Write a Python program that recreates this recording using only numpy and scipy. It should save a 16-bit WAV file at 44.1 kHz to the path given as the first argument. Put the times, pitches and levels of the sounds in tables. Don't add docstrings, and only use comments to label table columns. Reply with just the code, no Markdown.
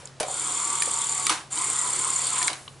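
import sys
import numpy as np
from scipy import signal
from scipy.fft import rfft, irfft, next_fast_len
from scipy.io import wavfile
from scipy.ndimage import uniform_filter1d

SR = 44100
rng = np.random.default_rng(int(sys.argv[2]) if len(sys.argv) > 2 else 0)


def invert_db(level):
    return 10 ** (np.asarray(level, dtype=float) / 20)


def dump(signal):
    limited = np.clip(np.atleast_2d(signal).T, -1, 1)
    pcm = np.round(limited * 32767).astype(np.int16)
    wavfile.write(sys.argv[1], SR, pcm)


N = 123479
T = np.arange(N) / SR


def noise(n=N):
    return rng.standard_normal(n)


def evened(x):
    return x / np.sqrt(np.mean(x ** 2) + 1e-20)


def wander(size):
    return evened(uniform_filter1d(uniform_filter1d(noise(), size=size), size=size))


def coloured(x, points):
    f, db = np.transpose(points)
    size = next_fast_len(N + 4096)
    hz = np.fft.rfftfreq(size, 1 / SR)
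    gain = invert_db(np.interp(np.log(hz + 1), np.log(f + 1), db))
    return irfft(rfft(x, size) * gain, size)[..., :N]


def resonate(x, hz, width):
    turn = np.exp(2j * np.pi * np.cumsum(hz * np.ones(len(x))) / SR)
    r = np.exp(-np.pi * width / SR)
    return 2 * (turn * signal.lfilter([1 - r], [1, -r], x / turn + 1e-18)).real


def resonate_twice(x, hz, width):
    return resonate(resonate(x, hz, width), hz, width)


def through(x, peaks, patch_db=0):
    knots = np.arange(0, T[-1] + .5, .02)
    drift = uniform_filter1d(rng.standard_normal((len(knots), len(peaks))), size=50 // 14, axis=0)
    out = np.zeros(N)
    for k, (hz, width, db) in enumerate(peaks):
        level_db = db + np.interp(T, knots, patch_db * evened(drift[:, k]))
        out += (-1) ** k * invert_db(level_db) * resonate_twice(x, hz, width * 1.14)
    return evened(out)


def grains(per_s, spread_db):
    struck = rng.random(N) < per_s / SR
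    size = invert_db(spread_db * np.minimum(rng.exponential(1, N), 4))
    return evened(struck * rng.choice([-1., 1.], N) * size)


def fading(rows):
    return sum((T >= s) * invert_db(db - 60 * np.maximum(T - s, 0) / t60) for s, db, t60 in rows)


def placed(rows, make):
    out = np.zeros(N)
    for s, *settings in rows:
        sound = make(*settings)
        part = out[round(s * SR):][:len(sound)]
        part += sound[:len(part)]
    return out


def background(lead=0):
    # f/Hz, level/dB, width [Hz]
    hum_tones = [(135.5, -57, 1.4), (97.5, -67, 3.1)]
    # f/Hz, level/dB per Hz
    hiss_colour = [(12, -44), (20, -22.5), (151, -10), (182, -14), (724, -17), (2150, -24.5), (8140, -30),
                   (10600, -34), (11500, -77), (15000, -85), (22000, -120)]
    out = invert_db(-52) * evened(coloured(noise(), hiss_colour))
    for hz, db, width in hum_tones:
        steady = 1.33 * np.sqrt(2) * np.sin(2 * np.pi * hz * T + lead)
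        blurred = 0.21 * evened(resonate(noise(), hz, width))
        out += invert_db(db) * (steady + blurred)
    return out


def airy_tails():
    # t/s, level/dB, t60 [s]
    tail_rows = [
        (0, -50.5, 0.36),
        (2.56, -41, 1),
    ]
    return fading(tail_rows) * evened(np.diff(noise(N + 1)))


def loose_parts():
    # t/s, level/dB, t60 [s]
    rattles = [
        (0, -47.5, 0.57),
        (.2, -29, 0.26),
        (1.3, -21, 0.31),
        (2.48, -29.5, 0.38),
    ]
    # f/Hz, level/dB per Hz
    chatter_colour = [(120, -32), (200, -22), (582, -17.5), (920, -7), (4680, -16.5), (8770, -15),
                      (10900, -18.5), (11500, -42), (15000, -62), (22000, -120)]
    return fading(rattles) * evened(coloured(noise() + .5 * grains(1200, 5.2), chatter_colour))


def scuff(length, db, hz, width):
    t = np.arange(0, length, 1 / SR)
    return invert_db(db) * np.sin(np.pi * t / length) * evened(resonate_twice(noise(len(t)), hz, width))


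def levers():
    # t/s, length [s], level/dB, f/Hz, width [Hz]
    scuffs = [
        (2.34, 0.06, -35, 2700, 2600),
        (1.72, 0.18, -45.5, 1950, 130),
        (2.17, .09, -43, 2020, 230),
    ]
    return placed(scuffs, scuff)


def knock(db, centre_hz, ring):
    # f/Hz, t60 [s]
    tray_modes = [(320, 0.11), (449, 0.088), (503, 0.16), (560, 0.22), (611, 0.075), (665, 0.036),
                  (720, 0.13), (770, 0.16), (828, 0.078), (945, 0.114), (1000, .05), (1250, 0.12)]
    t = np.arange(9000) / SR
    sound = np.zeros(len(t))
    for hz, t60 in tray_modes:
        near = np.exp(-.5 * (np.log2(hz / centre_hz) / 0.36) ** 2)
        decay = invert_db(2 * rng.standard_normal() - 60 * t / (t60 * ring))
        sound += near * decay * np.sin(2 * np.pi * hz * t + .4 * rng.standard_normal())
    return invert_db(db - 2.0) * sound * np.minimum(t / 0.0033, 1)


def tray():
    # t/s, level/dB, centre f/Hz, ring scale [1]
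    knocks = [
        (.031, -35.5, 523, 0.39),
        (.207, -30, 486, 0.77),
        (.234, -33, 520, 1.1),
        (.284, -31.5, 800, 1.2),
        (.875, -32.5, 740, 0.5),
        (1.305, -28.5, 304, 1.3),
        (1.325, -37.5, 810, 0.35),
        (1.57, -30.5, 325, 0.65),
        (2.5, -35.5, 700, 1.07),
        (2.51, -37, 324, 0.88),
    ]
    return placed(knocks, knock)


def click(db, centre_hz, spread, ring):
    # f/Hz, t60 [s]
    latch_modes = [(1230, 0.062), (1790, 0.03), (2290, 0.04), (3000, 0.019), (3480, 0.0094), (4000, 0.031),
                   (4780, 0.027), (6000, 0.023), (7200, 0.0057), (8240, 0.027), (8750, 0.01), (9300, 0.026),
                   (10200, 0.015)]
    t = np.arange(3500) / SR
    crack = noise(len(t)) * np.exp(-t / (.004 * ring / 2))
    sound = np.zeros(len(t))
    for hz, t60 in latch_modes:
        near = np.exp(-.5 * (np.log2(hz / centre_hz) / max(spread, .1)) ** 2)
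        decay = invert_db(2.5 * rng.standard_normal() - 60 * t / (t60 * ring))
        mode = decay * np.sin(2 * np.pi * hz * (1 + 0.04 * rng.standard_normal()) * t)
        sound += near * (mode + invert_db(7) * 3 * resonate_twice(crack, hz, 0.17 * hz))
    sound *= np.minimum(t / 0.0015, 1)
    return invert_db(db) * sound / np.sqrt(np.mean(sound[:200] ** 2))


def latches():
    # t/s, level/dB, centre f/Hz, spread [octaves], ring scale [1]
    clicks = [(0.0545, -35, 7400, 0.1, 0.8), (.073, -43, 4400, 0.21, 0.46), (.073, -47, 8800, 0.2, 0.55),
              (0.2, -25.5, 8500, 1.3, 3.2), (0.229, -29.5, 3700, 1.2, 1.9), (0.285, -36, 7550, 0.18, 1.1),
              (.821, -25, 3500, 0.59, 0.6), (.8205, -20, 10000, 0.18, 2.1), (1.266, -17, 5500, 1.5, 1.3),
              (1.295, -15.5, 3670, 2.8, 0.55), (1.527, -31, 7300, 0.092, 0.55),
              (1.574, -29, 4000, 0.91, 0.77), (2.414, -30.5, 2100, 0.48, 2.3),
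              (2.427, -21.5, 6300, 1.1, 1.1), (2.473, -24.5, 8000, 0.1, 1.8),
              (2.4795, -18.5, 4890, 1.6, 0.25), (2.5, -31.5, 3300, 0.56, 0.98),
              (2.530, -30, 4400, 0.75, 0.96), (2.679, -40, 3520, 0.36, 0.34)]
    return placed(clicks, click)


def ping(hz, db, t60):
    t = np.arange(12000) / SR
    return invert_db(db - 60 * t / t60) * np.sin(2 * np.pi * hz * t) * np.minimum(t / 0.00054, 1)


def struck_tones():
    # t/s, f/Hz, level/dB, t60 [s]
    pings = [(.8215, 1810, -22, .04), (.821, 2430, -24, .035), (.821, 5900, -25, .02),
             (1.2675, 1970, -23, .03), (1.267, 5000, -22, .02), (1.301, 3700, -34, .3),
             (1.298, 5890, -19, .03), (1.2985, 9700, -17, .015), (2.4795, 2190, -26, .035),
             (2.678, 1115, -33, .025), (2.678, 2940, -32, .02), (.2075, 490, -19, .03),
             (.2075, 612, -23, .12), (.207, 960, -29, .04), (.2335, 740, -23, .045), (.2835, 775, -21, .04),
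             (.875, 520, -29, .04)]
    return placed(pings, ping)


def gear_grind():
    # f/Hz, width [Hz], level/dB
    frame = [(360, 234, -6.5), (530, 117, -9.5), (728.3, 52, -2), (837, 176, -7), (1082, 336, 1.5),
             (1390, 210, -3.5), (2100, 450, -5.5), (3377, 660, -5), (4544, 460, -6)]
    # f/Hz, level/dB per Hz
    grind_colour = [(88, -48), (150, -19.5), (641, -14), (1130, -10), (5360, -10), (7300, -2.5),
                    (10100, -5.5), (11500, -25), (15000, -59), (22000, -120)]
    teeth = noise() + 0.83 * grains(2500, 2.65)
    spray = evened(coloured(teeth[::-1], grind_colour))
    return invert_db(-8.5) * through(teeth, frame, patch_db=3) + invert_db(-5.5) * spray


def whine(rows, width, multiple, partner_db, clean):
    s, hz, db = np.transpose(rows)
    pitch = uniform_filter1d(np.interp(T, s, hz), size=1500) * (1 + .002 * wander(1200))

    def tone(k, p):
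        pure = np.sqrt(2) * np.sin(2 * np.pi * k * np.cumsum(p) / SR)
        blurred = evened(resonate(noise(), k * p, width * k))
        return clean * pure + (1 - clean) * blurred

    level_db = np.interp(T, s, db)
    partner_level = invert_db(partner_db + uniform_filter1d(level_db, size=9000))
    partner = tone(multiple, uniform_filter1d(pitch, size=6000))
    return invert_db(level_db) * tone(1, pitch) + partner_level * partner


def snap(db, hz):
    t = np.arange(900) / SR
    shape = np.minimum(t / .001, 1) * invert_db(db + 2.5 - 60 * t / 0.011)
    fuzz = evened(resonate(noise(len(t)), hz, 2200))
    return shape * (np.sin(2 * np.pi * hz * t) + 0.29 * fuzz)


def brush_snaps():
    # t/s, peak level/dB, f/Hz
    snaps = [(0.5485, -14, 7100), (0.6, -17, 7170), (0.6504, -15.5, 7100), (0.6744, -20, 8330),
             (0.7014, -11, 7400), (0.728, -16, 7230), (0.7532, -14, 7240), (0.8586, -14, 7200),
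             (0.9123, -13, 8400), (0.9363, -16, 7240), (0.987, -16, 7350), (1.0167, -12, 7260),
             (1.0954, -21, 7000), (1.1237, -14, 7140), (1.1483, -15, 7400), (1.1984, -20, 7400),
             (1.5202, -25, 7400), (1.6197, -25, 8200), (1.6751, -21, 8260), (1.7, -10, 8300),
             (1.7549, -19, 8600), (1.7893, -22, 7460), (1.8468, -26, 8200), (1.8731, -21, 8250),
             (1.932, -21, 8100), (1.9642, -15, 8000), (1.99, -20, 8080), (1.995, -15, 8700),
             (2.0464, -12, 8200), (2.0528, -19, 7500), (2.0758, -16, 8180), (2.1335, -20.5, 7190),
             (2.162, -13, 7080), (2.2453, -22, 7360), (2.2688, -11.5, 8560), (2.3813, -13, 8800),
             (2.3874, -17, 7150), (2.4455, -25, 6700)]
    return placed(snaps, snap)


def brush_contact(turns):
    step = turns * 6 + .5 + .22 * wander(300)
    strength = invert_db(rng.standard_normal(600))[(step + 10).astype(int)]
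    chirp = strength * np.sin(np.pi * (step % 1)) ** (2 * 0.84)
    return 0.43 * noise() + evened(chirp) * (0.65 * noise() + 0.35 * grains(190, -7))


def motor():
    # t/s, angle [turns]
    angle = [(.26, -.85), (.345, 2), (.488, 7.58), (.739, 17.3), (.989, 26.88), (1.24, 36.42), (1.4, 42),
             (1.5, 45), (1.6, 48.3), (1.843, 56.75), (2.086, 65.22), (2.329, 73.85), (2.6, 83.3)]
    # on t/s, off t/s, spin-up [s], level/dB, once-a-turn swell [dB]
    runs = [
        (0.238, 1.3, 0.081, -29.5, 3),
        (1.501, 2.489, 0.031, -28.5, 3.5),
    ]
    # t/s, f/Hz, level/dB
    mesh = [
        [(.3, 1040, -58), (.34, 1080, -45), (.4, 1130, -52), (.55, 1165, -47), (.7, 1147, -38), (.8, 1165, -44),
         (.9, 1138, -42), (1, 1146, -40), (1.1, 1126, -43), (1.17, 1152, -40), (1.27, 1105, -41)],
        [(1.52, 740, -50), (1.57, 950, -43), (1.64, 1085, -43), (1.72, 1065, -43), (1.81, 1010, -50),
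         (1.855, 996, -34), (1.89, 994, -33), (1.93, 1000, -50), (2.08, 1065, -42), (2.22, 1070, -44),
         (2.3, 1040, -49), (2.38, 1030, -43), (2.45, 985, -36)],
    ]
    # width [Hz], second line's multiple [1], second line level/dB, clean share [1]
    mesh_shape = [
        (16, .803, -3.5, 0.85),
        (50, 2.0, -9, 0.6),
    ]
    # f/Hz, width [Hz], level/dB
    can = [(7170, 360, 4.5), (8354, 920, 1), (9060, 160, -5), (9850, 230, -7), (11010, 620, -14),
           (5530, 93, -17)]
    turns = np.interp(T, *np.transpose(angle)) + 0.088
    contact = brush_contact(turns)
    gears = gear_grind()
    out = np.zeros(N)
    for (on, off, spin, db, swell_db), rows, shape in zip(runs, mesh, mesh_shape):
        spin_up = 1 - np.exp(-np.maximum(T - on, 0) / spin)
        running = spin_up * np.clip((off - T) / 0.0062, 0, 1)
        swell = invert_db(swell_db * (np.cos(2 * np.pi * turns) + 0.45 * np.cos(4 * np.pi * turns)))
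        brushes = running * through(contact * swell, can)
        out += invert_db(db) * (brushes + running ** 1.04 * gears)
        out += np.minimum(8 * running, 1) * whine(rows, *shape)
    return out


def room(x, points):
    hz, t, z = signal.stft(noise(SR // 2), SR, nperseg=256)
    f, t60 = np.transpose(points)
    decay = invert_db(-60 * t / np.interp(hz, f, t60)[:, None])
    tail = signal.istft(z * decay, SR, nperseg=256)[1]
    return signal.fftconvolve(x, tail / np.linalg.norm(tail))[:N]


def scene():
    # f/Hz, t60 [s]
    echo = [(200, 0.53), (1500, 0.22), (5000, 0.21), (10000, 0.08)]
    # f/Hz, level/dB
    side_colour = [(60, -97.5), (220, -9), (840, -6), (3120, -6.5), (11600, -19)]
    deck = loose_parts() + levers() + tray() + latches() + struck_tones() + brush_snaps() + motor() + airy_tails()
    mid = deck + invert_db(-14) * room(deck, echo) + background()
    near_echo = room(deck, [(200, 0.03), (10000, 0.28)])
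    side = coloured(near_echo + invert_db(-14) * room(deck, echo), side_colour)
    side += invert_db(-14) * background(lead=np.pi / 2)
    return np.array([mid + side, mid - side])


def top_cut(x):
    return signal.sosfilt(signal.butter(12, 12240, fs=SR, output="sos"), x)


def record(dry):
    ceiling = .6
    limited = ceiling * np.tanh(dry / ceiling)
    steep, wide = [signal.firwin(601, hz, window=("kaiser", 9), fs=SR) for hz in (11060, 12300)]
    taps = steep + invert_db(-23) * (wide - steep)
    mix = signal.oaconvolve(limited, taps[None], "same")
    return top_cut(mix)


dry = scene()
out = record(dry)
dump(out)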